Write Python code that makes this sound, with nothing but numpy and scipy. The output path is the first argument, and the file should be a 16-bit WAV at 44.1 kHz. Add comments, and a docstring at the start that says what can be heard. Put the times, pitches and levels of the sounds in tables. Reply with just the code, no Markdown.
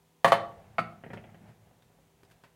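"""Tray into a microwave

A tray knocks on the glass turntable of an open microwave, is set down, and chatters as it is nudged
into place. Hard hits ring the glass or the tray; hits and chatter thump the steel cabinet. The turntable
rumbles on its rollers, then the door ticks. A small, hard kitchen with a faint mains hum answers."""
import sys
import numpy as np
from scipy import signal
from scipy.fft import rfft, irfft
from scipy.io import wavfile

SR = 44100
rng = np.random.default_rng(int(sys.argv[2]) if len(sys.argv) > 2 else 0)


def file_out(sig):
    """Save sig as 16-bit WAV at sys.argv[1]."""
    # one column per channel
    cols = np.atleast_2d(sig).T
    # limit, then scale
    lim = np.clip(cols, -1, 1)
    pcm = np.round(lim * 32767).astype(np.int16)
    wavfile.write(sys.argv[1], SR, pcm)


N = 112454

# hard hits on the turntable, then the tray's edges landing: t/s, ring level/dB, crack/dB, thump/dB
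KNOCK_CUES = [(.2455, -1, 3.5, -0.5), (.2785, -14.5, -4, -13), (.2875, -25.5, -20, -10.5),
              (.3208, -2, 1, -5.5)]
LANDING_CUES = [(.7832, -2, -23, -34), (.7892, -3, -15, -6)]
# the tray chatters into place: t/s, level/dB, low-pass f/Hz, thump/dB
CHATTER_CUES = [(1.037, -2, 3150, -21), (1.063, -6.5, 2400, -20), (1.103, -1.5, 2370, -44),
                (1.134, -1, 2600, -15.5), (1.173, -3.5, 3450, -21), (1.197, -26, 2600, -46),
                (1.24, -9.5, 3400, -56), (1.270, -18, 2380, -32.5), (1.289, -16, 2320, -30),
                (1.344, -13.5, 3300, -23), (1.381, -31, 2394, -53), (1.414, -32, 1200, -22),
                (1.620, -32.5, 1510, -48), (1.671, -19.5, 1790, -44), (1.709, -20, 1094, -42),
                (1.897, -19.5, 1100, -57), (1.943, -24.5, 1105, -45), (1.986, -19.5, 1300, -62)]
# ticks of tray and door: t/s, level/dB, tilt/(dB per octave), t60/s, ping f/Hz
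TICK_CUES = [(1.133, 6.5, -4.5, 0.12, 1950), (1.823, -11.5, 0.5, 0.045, 3660),
             (2.233, -0.5, -1, 0.018, 371), (2.25, -16.5, 2.5, 0.055, 5000), (2.301, -14, 3, 0.038, 2000),
             (2.312, -7.5, 1.5, .1, 1600), (2.437, -2.5, -2.5, 0.14, 1520)]
# modes of the glass turntable, the tray and the steel cabinet: f/Hz, level/dB, t60/s
GLASS_MODES = [(462, -33, 0.067), (559.5, -18.5, 0.11), (688.7, -12, 0.093), (779, -27.5, 0.27),
               (844, -6.5, 0.012), (1071, -23, .13), (1131.6, -11, 0.06), (1130, -24, 0.088),
               (1845, -37, 0.22), (2400, -37.5, 0.21), (3031, -26.5, 0.13), (3520, -38.5, .14),
               (4180, -38.5, .12)]
TRAY_MODES = [(641.5, -42, 0.11), (760, -33.5, 0.18), (1236, -26, 0.078), (1313, -33.5, 0.13),
              (1510, -56, .12), (2010, -45, 0.115), (2180, -68, 0.098), (2247, -52, .08), (2690, -53, 0.12),
              (4570, -47, .11)]
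CABINET_MODES = [(78, -53, .4), (114, -38.5, 0.39), (168, -26.5, 0.22), (196.6, -24.5, 0.16),
                 (224.7, -30.5, 0.24), (337.4, -35, 0.25)]
# tone of the dense ring of knocks, landings and chatter: f/Hz, level/dB
KNOCK_EQ = [(40, -54.5), (150, -32), (400, -40.5), (530, -12), (750, -7.5), (930, -5), (1170, 0.5),
            (1420, -14), (1800, -4), (2300, -16), (3300, -22), (4500, -32), (5500, -61), (15000, -64.5)]
LANDING_EQ = [(40, -55), (150, -35), (430, -16), (750, -5), (1000, -17.5), (1300, -1.5), (1650, -15),
              (2200, -7.5), (2750, -20.5), (3400, -28.5), (4600, -34), (5500, -53), (15000, -101)]
CHATTER_EQ = [(30, -37), (90, -23.5), (300, -26), (430, -25.5), (760, -26), (950, -37), (1400, -34),
              (2000, -30.5), (2750, -37), (3200, -37), (3900, -58), (15000, -43)]
# tone of a hard hit's crack and of a tick: f/Hz, level/dB
CRACK_EQ = [(100, -77), (2000, -24), (4400, -29), (6000, -37.5), (9500, -34.5), (15500, -47.5)]
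TICK_EQ = [(40, -65), (400, -45.5), (900, -46), (1600, -44), (2800, -47), (4000, -52), (5500, -55.5),
           (15000, -64.5)]
# how hard the rollers push: t/s, level/dB
ROLLER_PUSH = [(0, -27), (0.242, -27.5), (.3, -4), (.5, -3), (.72, -6.5), (1.0, -9), (1.15, -3.5),
               (1.4, -8.5), (1.5, -1.5), (1.55, -12), (1.66, -12.5), (1.85, -16), (2.15, -17.5),
               (2.34, -13.5), (2.55, -21.5)]
# tone of the rollers' rumble and of the room's air: f/Hz, level/dB
ROLLER_EQ = [(30, -46), (70, -34), (95, -31.5), (114, -22), (135, -35.5), (210, -35), (290, -51.5),
             (430, -46), (780, -40.5), (1000, -51.5), (2000, -52.5), (4000, -66.5), (15000, -83)]
AIR_EQ = [(22, -32.5), (48, -4), (75, -7.5), (170, -10.5), (250, -7.5), (500, -14.5), (900, -13),
          (1400, -21.5), (3000, -21), (5000, -26), (6500, -24.5), (15500, -28.5)]
# reverb time of the kitchen: f/Hz, t60/s
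KITCHEN_DECAY = [(100, .7), (300, 0.81), (700, 0.47), (2000, 0.34), (4000, 0.36), (8000, .3),
                 (15000, 0.091)]
# partials of the mains hum: f/Hz, rms level/dB
HUM_PARTIALS = [(97, -90), (161.5, -71.5), (393, -78), (490, -80), (737.5, -90.5), (980, -85)]

KNOCK_T60_S, LANDING_T60_S, CHATTER_T60_S = 0.14, 0.049, 0.072
CRACK_RISE_S, CRACK_T60_S, THUMP_RISE_S = 0.00071, 0.11, .005
HIT_SNAP, CHATTER_SNAP = 1.7, 3  # opening pulse, relative to the noise after it
RADIATE_HZ = 457  # below this a plate pushes little air
PING_GAIN_DB, PING_T60_S = -49, 0.02
DRONE_HZ, DRONE_FULL_PUSH_DB = 105, -55
ECHO_DB, ECHO_DELAY_S = -11, .0074  # off the oven's back wall
REVERB_SEND_DB, PREDELAY_S = -8, .01
AIR_RMS_DB, HIGH_CUT_HZ = -69.5, 15900


def hard_hits(cues, modes, body_eq, body_t60):
    """Each hit layers the struck object's modes, a dense ring, a bright crack and the cabinet's thump."""
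    out, radiation = 0, signal.butter(6, RADIATE_HZ, "high", fs=SR, output="sos")
    for start, db, crack_db, thump_db in cues:
        tone = signal.sosfilt(radiation, ring(modes))
        body = eq(burst(body_t60, HIT_SNAP), body_eq)
        crack = eq(burst(CRACK_T60_S) * swell(CRACK_RISE_S), CRACK_EQ)
        hit = undb(db) * (tone + body) + undb(crack_db) * crack + cabinet_thump(thump_db)
        out = out + at(hit, start)
    return out


def tray_chatter():
    """The tray slips and catches in light taps; softer contacts sound duller."""
    out = 0
    for start, db, cutoff_hz, thump_db in CHATTER_CUES:
        softness = signal.butter(4, cutoff_hz, fs=SR, output="sos")
        tap = signal.sosfilt(softness, burst(CHATTER_T60_S, CHATTER_SNAP))
        out = out + at(undb(db) * eq(tap, CHATTER_EQ) + cabinet_thump(thump_db), start)
    return out


def cabinet_thump(db):
    """The steel cabinet takes up a blow slowly and booms."""
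    return undb(db) * ring(CABINET_MODES) * swell(THUMP_RISE_S)


def ticks():
    """Short dry clicks with a brief ping, the last ones from the door."""
    out = 0
    for start, db, tilt_db, t60, ping_hz in TICK_CUES:
        click = eq(burst(t60), TICK_EQ, tilt_db)
        ping = ring([(ping_hz, PING_GAIN_DB, PING_T60_S)])
        out = out + at(undb(db) * (click + ping), start)
    return out


def rollers():
    """The turntable's rollers rumble through the cabinet floor, which drones when they push hardest."""
    times, db = np.array(ROLLER_PUSH).T
    push = undb(np.interp(clock(), times, db))
    rumble = push * eq(rng.standard_normal(N), ROLLER_EQ)
    drone = undb(DRONE_FULL_PUSH_DB) * push ** 2 * np.sin(2 * np.pi * DRONE_HZ * clock())
    return rumble + drone


def kitchen_reverb(x):
    """Diffuse reflections die away in octave bands, the treble first."""
    spectrum = rfft(rng.standard_normal(N))
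    octave = np.log2(np.arange(N // 2 + 1) * SR / N + 1)
    tail = 0
    for k in range(5, 16):
        band = irfft(spectrum * np.maximum(1 - abs(octave - k), 0), N)
        tail = tail + band * fade(lookup(KITCHEN_DECAY, 2 ** k))
    tail = tail / np.sqrt(np.sum(fade(t60=0.65) ** 2))
    return undb(REVERB_SEND_DB) * convolve(x, at(tail, PREDELAY_S))


def room_tone():
    """A bed of still air and the steady hum of a kitchen appliance."""
    air = eq(rng.standard_normal(N), AIR_EQ)
    hum = sum(np.sqrt(2) * undb(db) * np.sin(2 * np.pi * (hz * clock() + rng.random()))
              for hz, db in HUM_PARTIALS)
    return undb(AIR_RMS_DB) * air / np.std(air) + hum


def ring(modes):
    """Decaying modes; each blow lands elsewhere, so levels scatter by about 1 dB, with a slight detune."""
    t, scatter = clock(), rng.standard_normal((len(modes), 2))
    return sum(undb(db + offset_db) * fade(t60) * np.sin(2 * np.pi * hz * (1 + .003 * detune) * t)
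               for (hz, db, t60), (offset_db, detune) in zip(modes, scatter))


def burst(t60, snap=0):
    """A contact: an opening pulse, then decaying noise for the ring of countless panel modes."""
    x = rng.standard_normal(N) * fade(t60)
    x[0] += snap
    return x


def eq(x, curve, tilt_db=0, size=4096):
    """Minimum-phase EQ along a curve, tilted per octave about 2 kHz."""
    hz = np.arange(size // 2 + 1) * SR / size
    db = lookup(curve, hz) + tilt_db * np.log2(np.maximum(hz, 250) / 2000)
    cepstrum = irfft(np.log(undb(db)))
    cepstrum[1:size // 2] *= 2  # folded so nothing rings ahead of the attack
    cepstrum[size // 2 + 1:] = 0
    return convolve(x, irfft(np.exp(rfft(cepstrum))))


def lookup(curve, hz):
    """Read a curve on a log-frequency axis."""
    freqs, values = np.array(curve).T
    return np.interp(np.log(hz + 1), np.log(freqs), values)


def convolve(x, response):
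    """Pass a sound through an impulse response."""
    return signal.fftconvolve(x, response)[:N]


def at(x, start):
    """Delay a sound to its cue."""
    return np.concatenate([np.zeros(int(start * SR)), x])[:N]


def fade(t60):
    """Exponential decay by 60 dB in t60 seconds."""
    return np.exp(-np.log(1000) * clock() / t60)


def swell(rise_s):
    """Exponential attack to full level."""
    return 1 - np.exp(-clock() / rise_s)


def clock():
    """Seconds from the start."""
    return np.arange(N) / SR


def undb(db):
    """Decibels to gain."""
    return 10 ** (np.asarray(db) / 20)


def scene():
    """Mono mix: the contacts echo in the oven and the kitchen, over rollers and room tone."""
    knocks = hard_hits(KNOCK_CUES, GLASS_MODES, KNOCK_EQ, KNOCK_T60_S)
    landings = hard_hits(LANDING_CUES, TRAY_MODES, LANDING_EQ, LANDING_T60_S)
    contacts = knocks + landings + tray_chatter() + ticks()
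    oven_echo = undb(ECHO_DB) * at(contacts, ECHO_DELAY_S)
    return (contacts + oven_echo + kitchen_reverb(contacts) + rollers() + room_tone())[None]


def record(dry):
    """A steep high cut takes the very top off the mix."""
    return signal.sosfilt(signal.ellip(10, .2, 80, HIGH_CUT_HZ, fs=SR, output="sos"), dry)


dry = scene()
out = record(dry)
file_out(out)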